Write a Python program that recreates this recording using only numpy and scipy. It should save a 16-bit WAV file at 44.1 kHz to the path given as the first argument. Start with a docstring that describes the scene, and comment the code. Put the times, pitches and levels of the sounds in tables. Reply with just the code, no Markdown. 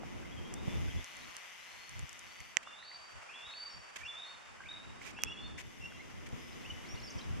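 """Afloat on a quiet inlet with a hand-held camera: water laps and plips, light wind rumbles in the two
microphone ports, and the zoom motor buzzes, its steps knocking the body, until about 2.5 s.
Far eagles pipe, yelp and wail in gliding whistles from the start, and wooded cliffs scatter them back.
The zoom lever, close to the right port, snaps and rings at 2.6 and 5.2 s; fingers rub the case.
The motor returns at 5.6 s, and the birds close with a twitter of quick pitch sweeps from 6.5 s."""
import sys
import numpy as np
from scipy import signal
from scipy.fft import rfft, irfft, next_fast_len
from scipy.io import wavfile
from scipy.ndimage import uniform_filter1d, map_coordinates

SR = 44100
rng = np.random.default_rng(int(sys.argv[2]) if len(sys.argv) > 2 else 0)


def dump_mix(stems):
    """Bounce the given channels to the path in sys.argv[1] as a 16-bit WAV at rate SR."""
    frames = np.atleast_2d(stems).T  # one column per channel
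    limited = np.clip(frames, -1, 1)  # hard clip at full scale
    pcm = np.round(limited * 32767).astype(np.int16)
    wavfile.write(sys.argv[1], SR, pcm)


N = 326340

# Levels in dB are relative: each source is trimmed again where it is mixed.
# Water on the hull, single plips. Each row: start in seconds, starting pitch in Hz, level in dB.
PLIPS = [(.034, 714, -36.5), (0.033, 1270, -46), (2.404, 2130, -41), (2.673, 1190, -38.5),
         (2.827, 1840, -44), (2.915, 1970, -43.5), (3.538, 2580, -42), (4.638, 2050, -44),
         (5.016, 2160, -41.5), (5.188, 1600, -39.5), (4.605, 1094, -45.5), (5.188, 890, -42),
         (5.191, 2200, -44), (5.582, 1930, -41.5), (5.921, 1500, -46.5)]
# Spectrum of the rippling water. Each row: frequency in Hz, level in dB.
WATER_COLOUR = [(200, -44), (350, -9), (600, -3), (1130, 0), (2000, -2.5), (2870, -5), (3700, -14),
                (4120, -19), (4600, -12.5), (7300, -15.5), (11700, -30), (13200, -41), (15000, -57)]
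# Swell of the lapping. Each row: time in seconds, level in dB.
LAPPING = [(0, -57), (1.2, -55.5), (2.5, -57), (3.2, -53), (5.5, -55), (5.7, -60.5), (6.3, -57.5),
           (7.4, -54)]
# Water between the two ports. Each row: frequency in Hz, left-right correlation from -1 to 1.
WATER_ALIKE = [(400, -0.67), (1300, 0.18), (2500, 0.22), (6000, 0.057), (12000, -0.42)]
# Steady wind at the ports. Each row: time in seconds, strength in dB.
WIND_STRENGTH = [(0, -46), (.6, -47), (.7, -43.5), (.98, -50.5), (1.07, -68.5), (1.17, -59.5),
                 (1.28, -58.5), (1.4, -74.5), (2.0, -62), (2.8, -70.5), (4.3, -67.5), (4.95, -55.5),
                 (5.5, -50), (5.72, -55), (6.35, -50), (7.0, -50), (7.4, -48.5)]
# Puffs that hit the ports. Each row: centre in seconds, length in seconds, level in dB.
PUFFS = [(0.153, 0.046, -53), (0.683, 0.024, -27), (0.76, 0.11, -35.5), (0.85, 0.14, -38),
         (0.979, 0.13, -35.5), (1.288, 0.046, -68), (1.982, 0.21, -47.5), (2.04, 0.043, -40),
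         (2.416, 0.038, -48), (3.162, 0.091, -53), (3.467, 0.1, -63), (3.777, 0.12, -53), (4.04, 0.14, -60),
         (4.89, 0.12, -53), (5.26, .05, -45), (5.82, 0.088, -51), (5.97, 0.06, -57), (6.335, 0.035, -35),
         (6.714, 0.2, -57), (6.944, 0.042, -43), (7.171, 0.047, -40), (7.335, 0.23, -39)]
# Spectrum of the low buffets. Each row: frequency in Hz, level in dB.
BUFFET_COLOUR = [(20, -31), (40, -5.5), (75, 3), (130, -4), (220, -17.5), (400, -46), (2000, -95)]
# Spectrum of the softer rush. Each row: frequency in Hz, level in dB.
RUSH_COLOUR = [(100, -3), (230, 2), (350, -3.5), (600, -11), (1200, -17), (6000, -80)]
# Wind between the two ports. Each row: frequency in Hz, left-right correlation from -1 to 1.
WIND_ALIKE = [(100, -0.89), (300, -0.65), (700, -0.21)]

# Zooming at one speed. Each row: start in seconds, end in seconds, level in dB, knock of the steps in dB.
ZOOMS = [(0.019, 0.663, -57.5, -4), (0.657, 2.548, -51.5, -4.5), (5.612, 6.33, -57.5, -6.5),
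         (6.334, 7.45, -54.5, -5.5)]
# Spectrum of the motor's knocks. Each row: frequency in Hz, level in dB.
KNOCK_COLOUR = [(500, -19), (1400, -18), (2050, 6), (3000, 1), (4200, -13), (6000, -16), (8000, -64),
                (13000, -60)]
# Spectrum of the rattling camera body. Each row: frequency in Hz, level in dB.
HOUSING = [(300, -31), (800, -7.5), (1500, -14), (1800, 0), (2040, -1), (2280, -8), (3000, -1.5),
           (3600, -3.5), (4250, -19), (4950, -5), (5400, -8), (5950, -3), (8000, -16.5), (10000, -16),
           (11200, -19.5), (12700, -15), (14500, -38)]
# Resonances of the zoom gears. Each row: centre in Hz, half-width in Hz, level in dB.
GEAR_WHINE = [(2023, 31, -9), (2386, 73, -15.5), (2950, 93, -15), (3500, 21, -24)]
# Lever ringing with a full clack. Each row: frequency in Hz, level in dB.
CLACK = [(300, -21.5), (1400, -17), (1950, 1.5), (2500, -3), (3150, -5.5), (4200, -25.5), (5200, -18),
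         (5800, -8.5), (7400, -8), (8300, -28), (11500, -40), (13500, -36)]
# Lever ringing with a thin crack. Each row: frequency in Hz, level in dB.
CRACK = [(500, -21), (2000, -10.5), (2650, -0.5), (3900, -22.5), (5900, -1.5), (8600, -20.5), (10400, -23),
         (11200, -14), (13400, -14), (14000, -30)]
# Zoom lever snaps. Each row: start in seconds, level in dB, ring spectrum.
SNAPS = [(2.5699, 17, CLACK), (5.2365, 11.5, CRACK)]
# Lens ticks. Each row: start in seconds, level in dB.
TICKS = [(0.5399, -29), (1.044, -37), (1.1686, -41), (1.3668, -31.5), (1.894, -38.5), (1.9933, -38),
         (2.0937, -39.5), (2.13, -40), (2.193, -39.5), (5.2205, -40), (5.2469, -40), (2.404, -42),
         (6.29, -47)]
# Spectrum of the ticks. Each row: frequency in Hz, level in dB.
TICK_COLOUR = [(2000, -4), (4500, 0), (6000, 13.5), (10000, 3.5), (13000, -11), (16000, -26)]
# Finger rubs. Each row: start in seconds, length in seconds, level in dB, right over left in dB.
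RUBS = [(2.625, 0.016, -54.5, 6), (3.955, 0.021, -43, 5), (3.97, 0.069, -56, 9), (4.997, 0.1, -56, 10),
        (5.042, 0.09, -53, 6.5), (5.57, 0.056, -47.5, -4.5), (3.104, .03, -59, 3), (6.258, 0.022, -52, -2)]
# Spectrum of the rubs. Each row: frequency in Hz, level in dB.
RUB_COLOUR = [(500, -12), (1500, -5), (2200, 3), (3200, -5), (4200, -12.5), (6500, -8), (9000, -18.5),
              (13000, -25), (16000, -46)]

# Decay of the shore's echo. Each row: frequency in Hz, time to fall 60 dB in seconds.
SHORE = [(500, 0.11), (3500, 0.77), (9000, 0.55)]
# Single cliff echoes. Each row: delay in seconds, level in dB.
CLIFFS = [(.11, -12.5), (.27, -23)]
# Yelps that lead up to a call. Each row: start in seconds, length in seconds, starting Hz, level in dB.
YELPS = [(0.225, 0.014, 1530, -58), (.249, 0.015, 2060, -54), (0.29, 0.017, 2430, -57),
         (.877, 0.015, 1496, -53), (.878, 0.023, 2400, -54), (2.637, 0.025, 2630, -62),
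         (3.287, 0.031, 2420, -51), (3.314, 0.035, 2615, -56), (4.004, 0.021, 2200, -49),
         (4.012, 0.018, 1714, -49.5), (4.031, 0.017, 2380, -42), (4.048, 0.027, 2620, -44.5),
         (4.602, 0.012, 1535, -45.5), (4.656, 0.015, 2284, -48.5), (4.67, 0.013, 2370, -48),
         (5.145, .014, 2310, -56), (5.161, 0.04, 2564, -50.5)]
# Wails. Each row: whistle start in seconds, length in seconds, first Hz, last Hz, level in dB,
# high note length in seconds (0: no break), its Hz, its level in dB, echo level in dB.
WAILS = [ (0.966, 0.053, 3310, 3640, -56.5, 0.36, 4020, -67, -3),
         (1.59, 0.21, 3970, 4420, -67.5, 0.096, 4220, -65, 3),
         (2.073, .2, 3520, 3930, -75, 0.14, 4310, -65.5, 3.5),
         (2.646, 0.19, 3335, 3965, -59, 0.16, 4356, -54, 4),
         (3.328, 0.19, 3216, 3860, -51.5, 0.21, 4297, -50.5, 2),
         (4.061, .19, 3355, 3737, -46, 0.11, 4150, -60.5, -5),
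         (4.685, 0.041, 3617, 3800, -44.5, 0, 4300, -70, 0.5),
         (5.177, 0.18, 3297, 3410, -53.5, 0.026, 4240, -74, 3)]
# Piping notes. Each row: start in seconds, length in seconds, first Hz, last Hz, level in dB.
PIPES = [(0.313, 0.025, 2990, 3370, -55.5), (0.359, 0.045, 3415, 3110, -54.5),
         (0.447, 0.034, 3090, 3290, -55), (0.485, 0.03, 3330, 3590, -63), (0.546, 0.062, 3530, 3700, -60),
         (0.668, 0.11, 3480, 3520, -60), (0.899, 0.021, 3090, 3320, -51.5), (2.622, .016, 3120, 3300, -60),
         (2.66, 0.091, 2770, 2840, -61.5), (3.321, 0.13, 2670, 2775, -58), (1.147, 0.11, 3700, 3920, -66),
         (3.689, 0.076, 5410, 5420, -59.5), (5.266, 0.028, 2560, 2770, -42),
         (5.299, .036, 2756, 2885, -46.5), (5.374, .1, 3387, 3595, -53), (5.418, 0.059, 4210, 4340, -61),
         (5.804, 0.029, 2650, 2780, -53), (5.834, 0.033, 2717, 2762, -43.5),
         (5.895, 0.067, 3400, 3200, -64), (5.962, 0.061, 3720, 4180, -70), (5.99, 0.027, 1970, 2206, -49),
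         (6.36, 0.18, 5080, 5160, -67)]
# Twitter. Each row: start in seconds, length in seconds, first Hz, last Hz, level in dB, hoarseness 0 to 1.
TWITTER = [(6.52, 0.026, 3700, 4700, -63, 0.8), (6.611, 0.031, 4500, 3200, -63, 0.8),
           (6.643, 0.031, 2415, 3160, -48.5, 0.45), (6.699, 0.019, 3090, 2780, -43, 0.1),
           (6.845, 0.018, 2296, 1930, -52, 0.2), (6.855, 0.033, 3750, 5430, -62, 0.3),
           (6.886, 0.06, 5430, 5860, -51.5, 0.28), (6.944, .014, 3300, 4100, -57, .5),
           (6.954, 0.015, 5030, 3500, -58, 0.5), (6.972, 0.018, 2890, 2970, -49, 0.2),
           (6.974, 0.015, 4130, 5100, -59, 0.7), (6.996, .014, 5120, 4100, -53, 0.8),
           (7.018, .014, 3920, 4970, -56, 0.9), (7.025, .044, 5580, 5200, -51.5, 0.45),
           (7.063, 0.0206, 5430, 4890, -49, .5), (7.073, 0.025, 4650, 4790, -51, .4),
           (7.136, .014, 4540, 5900, -56, .7), (7.101, 0.015, 6350, 6150, -52, 0.65),
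           (7.102, 0.023, 5880, 4670, -53, 0.5), (7.177, 0.02, 6500, 3850, -52, 0.52),
           (7.192, 0.0087, 2970, 3350, -43.5, 0.6), (7.207, 0.017, 3750, 4100, -52, 0.7)]
# Whistle that lifts, lingers, lifts again.
# Each row, at even steps through the note: share of the pitch glide, level in dB.
CLIMB = [(-.05, -6), (0.319, 3), (.38, -2), (.42, -4), (.68, -1), (.92, -2.5), (1, 1)]
# Glide quick at first, then levelling off. Each row: share of the pitch glide, level in dB.
ARCH = [(0, -0.5), (.45, 0), (.68, -1), (.86, 1.5), (1, 3.5)]
# Nearly straight glide. Each row: share of the pitch glide, level in dB.
SWEEP = [(0, -0.45), (.45, 0.18), (1, -0.8)]
# High note that slides in softly from below. Each row: share of the pitch glide, level in dB.
HIGH = [(-.2, -8), (.45, -1), (.7, 2.5), (.88, 1.5), (1, -1)]

ZOOM_RAMP_S, ZOOM_EASE_DB_PER_S = 0.075, 2.5  # the motor fades on and off, and quietens as it runs
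HIGH_RISE, HIGH_SETTLE_S = .095, 0.1125  # the longer a high note, the nearer its climb gets to this share
HIGH_OVERLAP_S = .016  # the high note sets in just before the whistle ends
YELP_RISE_HZ_PER_S = 11700
WAIL_HOARSE, YELP_HOARSE, PIPE_HOARSE = 0.32, 0.55, 0.18  # 0 to 1
PIPE_ECHO_DB, TWITTER_ECHO_DB = -4, -7.5
NOTE_ATTACK_S, NOTE_ATTACK_SHARE, NOTE_RELEASE_S = 0.0026, 0.069, 0.0079  # longer notes swell more slowly
TOP_HZ = 13900


def amp(db):
    """Decibels to gain."""
    return 10 ** (np.asarray(db) / 20)


def unit(x):
    """Scaled to rms 1."""
    return x / np.sqrt(np.mean(x ** 2) + 1e-20)


def along(points, hz):
    """(Hz, value) points read on a log axis."""
    f, v = np.transpose(points)
    return np.interp(np.log(hz + 1), np.log(f), v)


def curve(rows):
    """(seconds, value) rows as one value per sample."""
    return np.interp(np.arange(N) / SR, *np.transpose(rows))


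def wobble(rate):
    """A smooth random curve, rate knots a second."""
    knots = rng.standard_normal(int(N * rate / SR) + 4)
    return map_coordinates(knots, [np.arange(N) * rate / SR])


def filtered(x, response):
    """x times a response of frequency."""
    m = next_fast_len(N + SR // 2)
    return irfft(rfft(x, m) * response(np.fft.rfftfreq(m, 1 / SR)), m)[..., :N]


def coloured(x, spectrum):
    """x through a (Hz, dB) spectrum, at rms 1."""
    return unit(filtered(x, lambda hz: amp(along(spectrum, hz))))


def stereo_noise(spectrum, alike):
    """Coloured noise at two ports; the mid-side balance sets their correlation at each frequency."""
    def mid_side(hz):
        turn = np.arccos(np.clip(along(alike, hz), -1, 1)) / 2
        return amp(along(spectrum, hz)) * [np.cos(turn), np.sin(turn)]

    mid, side = filtered(rng.standard_normal((2, N)), mid_side)
    return unit(np.array([mid + side, mid - side]))


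def pan(right_db):
    """Left and right gains."""
    return amp([[-right_db / 2], [right_db / 2]])


def add(track, s, sound):
    """Mix a sound into a track at time s."""
    i = max(round(s * SR), 0)
    n = min(sound.shape[-1], N - i)
    track[..., i:i + n] += sound[..., :n]


def water(plip_t60=0.013, rise=4.1):
    """A soft wash of ripples, with single bubbles that rise in pitch as they ring out."""
    plips, t = np.zeros(N), np.arange(SR // 20) / SR
    for s, hz, db in PLIPS:
        envelope = amp(db - 60 * t / plip_t60) * (1 - np.exp(-t / 0.00048))
        add(plips, s, envelope * 2 * np.sin(2 * np.pi * hz * t * (1 + rise * t)))
    swell_db = .6 * wobble(8) + .9 * wobble(70)
    return plips + amp(curve(LAPPING) + swell_db) * stereo_noise(WATER_COLOUR, WATER_ALIKE)


def wind(buffet_db=-4.0, rush_db=-1, lumps_db=4.5, puff_rush_db=-19, flicker_db=1.3):
    """Wind and its puffs press on the ports, mostly in opposite senses: low buffets under a softer rush."""
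    strength, puffs = amp(curve(WIND_STRENGTH)), np.zeros(N)
    for s, length, db in PUFFS:
        add(puffs, s - length / 2, amp(db) * signal.windows.hann(round(length * SR)))
    buffet_gain = strength * amp(buffet_db + lumps_db * wobble(18)) + puffs
    rush_gain = strength * amp(rush_db + flicker_db * wobble(14)) + amp(puff_rush_db) * puffs
    buffets = buffet_gain * stereo_noise(BUFFET_COLOUR, WIND_ALIKE)
    return buffets + rush_gain * stereo_noise(RUSH_COLOUR, WIND_ALIKE)


def zoom_drive():
    """The motor's loudness: on for each stretch, easing as it runs."""
    t, drive = np.arange(N) / SR, np.zeros(N)
    for start, end, db, _ in ZOOMS:
        running = (t >= start) & (t < end)
        drive += amp(db - ZOOM_EASE_DB_PER_S * (t - start)) * running
    return uniform_filter1d(drive, round(ZOOM_RAMP_S * SR))


def gears():
    """The turning gears keep a few narrow resonances singing."""
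    whine = np.zeros((2, N))
    for hz, width, db in GEAR_WHINE:
        noise = rng.standard_normal((2, N))
        whine += amp(db) * unit(filtered(noise, lambda f: 1 / (1 + ((f - hz) / width) ** 2)))
    return whine


def zoom_motor(step_hz=179.9, decay_s=0.0008, rattle_db=-4.0, whirr=0.56, shared=0.05, uneven=0.025):
    """Each motor step knocks the housing and shakes out a short rattle, over the whine of the gears."""
    steps = np.cumsum(step_hz * (1 + .0015 * wobble(12))) / SR + uneven * wobble(160)
    age = steps % 1 / step_hz  # seconds since the last step
    blows = np.diff(np.floor(steps), prepend=0) * amp(0.35 * wobble(150))
    knocks = coloured(blows, KNOCK_COLOUR)
    knock_db = curve([(s, db) for start, end, _, db in ZOOMS for s in (start + ZOOM_RAMP_S, end)])
    noise = rng.standard_normal((3, N))
    rattle = coloured((noise[:2] + shared * noise[2]) * (np.exp(-age / decay_s) + whirr), HOUSING)
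    motor = amp(knock_db) * knocks + amp(rattle_db) * rattle + gears()
    return zoom_drive() * motor * pan(right_db=-4.0)


def lens_ticks(gain_db=-5, t60=0.0067):
    """Tiny bright ticks from the moving lens barrel: short bursts of dying noise."""
    out, t = np.zeros((2, N)), np.arange(SR // 100) / SR
    for s, db in TICKS:
        add(out, s, amp(db + gain_db - 60 * t / t60) * rng.standard_normal((2, len(t))))
    return filtered(out, lambda hz: amp(along(TICK_COLOUR, hz)))


def fingers(grain_db=1.0):
    """Short grainy rubs on the camera case."""
    pressure = np.zeros((2, N))
    for s, length, db, right_db in RUBS:
        add(pressure, s, amp(db) * pan(right_db) * signal.windows.tukey(round(length * SR), .6))
    return pressure * coloured(rng.standard_normal((2, N)) * amp(grain_db * wobble(700)), RUB_COLOUR)


def click(spectrum, size=2048):
    """One sharp blow's ring with a given spectrum; minimum phase, so it starts at once and dies away."""
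    cepstrum = irfft(np.log(amp(along(spectrum, np.fft.rfftfreq(size, 1 / SR)))))
    cepstrum[1:size // 2] *= 2
    cepstrum[size // 2 + 1:] = 0
    return irfft(np.exp(rfft(cepstrum)))


def lever(left_db=-13, far_lag_s=.00004):
    """The plastic lever snaps home beside the right port; the left port hears it weaker and later."""
    out = np.zeros((2, N))
    for s, db, colour in SNAPS:
        ring = amp(db) * click(colour)
        add(out[1], s, ring)
        add(out[0], s + far_lag_s, amp(left_db) * ring)
    return out


def shore(x, build_s=0.018, tail_db=-4, spread=0.14):
    """The forest scatters a long tail, mostly from ahead; each cliff returns a later echo."""
    hz, t, z = signal.stft(rng.standard_normal((2, SR)), SR, nperseg=256)
    decay = amp(-60 * t / along(SHORE, hz)[:, None])
    tail = signal.istft(z * decay * (1 - np.exp(-t / build_s)), SR, nperseg=256)[1]
    tail *= amp(tail_db) / np.linalg.norm(tail[0])
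    for s, db in CLIFFS:
        tail[0, round(s * SR)] += amp(db)
    mid, side = signal.fftconvolve(x[None], tail, axes=1)[:, :N]
    return np.array([mid + spread * side, mid - spread * side])


def off_the_water(x, delay_s=.013, bounce_db=-9.5):
    """The calm surface returns each note a moment later; on glides the two paths beat."""
    return x + amp(bounce_db) * filtered(x, lambda hz: np.exp(-2j * np.pi * hz * delay_s))


def sing(notes, jitter=0.01, rasp=0.038, flutter_db=2.0, overtone_db=-17):
    """Each note is a nearly pure whistle gliding along a shape; a hoarse throat shakes its pitch."""
    voice = np.zeros(N)
    waver, shake, flutter = wobble(90), wobble(600), amp(flutter_db * wobble(90))
    for start, length, first, last, db, shape, hoarse in notes:
        i = np.arange(round(start * SR), round((start + max(length, .01)) * SR))
        through, knots = np.linspace(0, 1, len(i)), np.linspace(0, 1, len(shape))
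        glide, effort_db = (np.interp(through, knots, column) for column in np.transpose(shape))
        hz = first + (last - first) * glide
        hz *= 1 + jitter * waver[i] + 2 * rasp * np.clip(hoarse, 0, 1) ** 2 * shake[i]
        phase = 2 * np.pi * np.cumsum(hz) / SR
        attack = NOTE_ATTACK_S + NOTE_ATTACK_SHARE * length
        fade_in, fade_out = (i - i[0]) / SR / attack, (i[-1] - i) / SR / NOTE_RELEASE_S
        swell = np.clip(np.minimum(fade_in, fade_out), 0, 1)
        # the overtone is strongest where it meets the throat's resonance
        overtone = amp(overtone_db) / (1 + ((2 * hz - 5500) / 600) ** 2)
        whistle = np.sin(phase) + overtone * np.sin(2 * phase)
        add(voice, start, amp(db + effort_db) * np.sqrt(2) * swell * flutter[i] * whistle)
    return voice


def yelps():
    """Before the whistle catches, the voice stutters upward in short hoarse yelps."""
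    return sing([(s, length, hz, hz + YELP_RISE_HZ_PER_S * length, db, SWEEP, YELP_HOARSE)
                 for s, length, hz, db in YELPS])


def wails():
    """The voice climbs and breaks to a higher note, or just levels off on its whistle."""
    notes = []
    for s, length, first, last, db, high_s, high_hz, high_db, _ in WAILS:
        notes.append((s, length, first, last, db, CLIMB if high_s > 0 else ARCH, WAIL_HOARSE))
        if high_s > 0:
            top_hz = high_hz * (1 + HIGH_RISE * (1 - np.exp(-high_s / HIGH_SETTLE_S)))
            high_start = s + length - HIGH_OVERLAP_S
            notes.append((high_start, high_s, high_hz, top_hz, high_db, HIGH, WAIL_HOARSE))
    return sing(notes)


def eagles():
    """Wails, pipes and twitter come over the water, and the shore answers each."""
    wail = off_the_water(wails() + yelps())
    pipe = off_the_water(sing([(*note, ARCH, PIPE_HOARSE) for note in PIPES]))
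    twitter = off_the_water(sing([(*note, SWEEP, hoarse) for *note, hoarse in TWITTER]))
    wail_echo_db = curve([(row[0], row[-1]) for row in WAILS])
    to_shore = amp(wail_echo_db) * wail + amp(PIPE_ECHO_DB) * pipe + amp(TWITTER_ECHO_DB) * twitter
    return wail + pipe + twitter + shore(to_shore)


def scene():
    """Water and wind around the boat, the camera's noises at the ports, and the far birds with their echo."""
    camera = zoom_motor() + lens_ticks() + fingers() + lever()
    birds = amp(-2.5) * eagles() * pan(right_db=1.2)
    return water() + wind() + camera + birds


def record(dry):
    """The camera keeps next to nothing above its steep band limit."""
    return filtered(dry, lambda hz: 1 / np.sqrt(1 + (hz / TOP_HZ) ** 80))


dry = scene()
out = record(dry)
dump_mix(out)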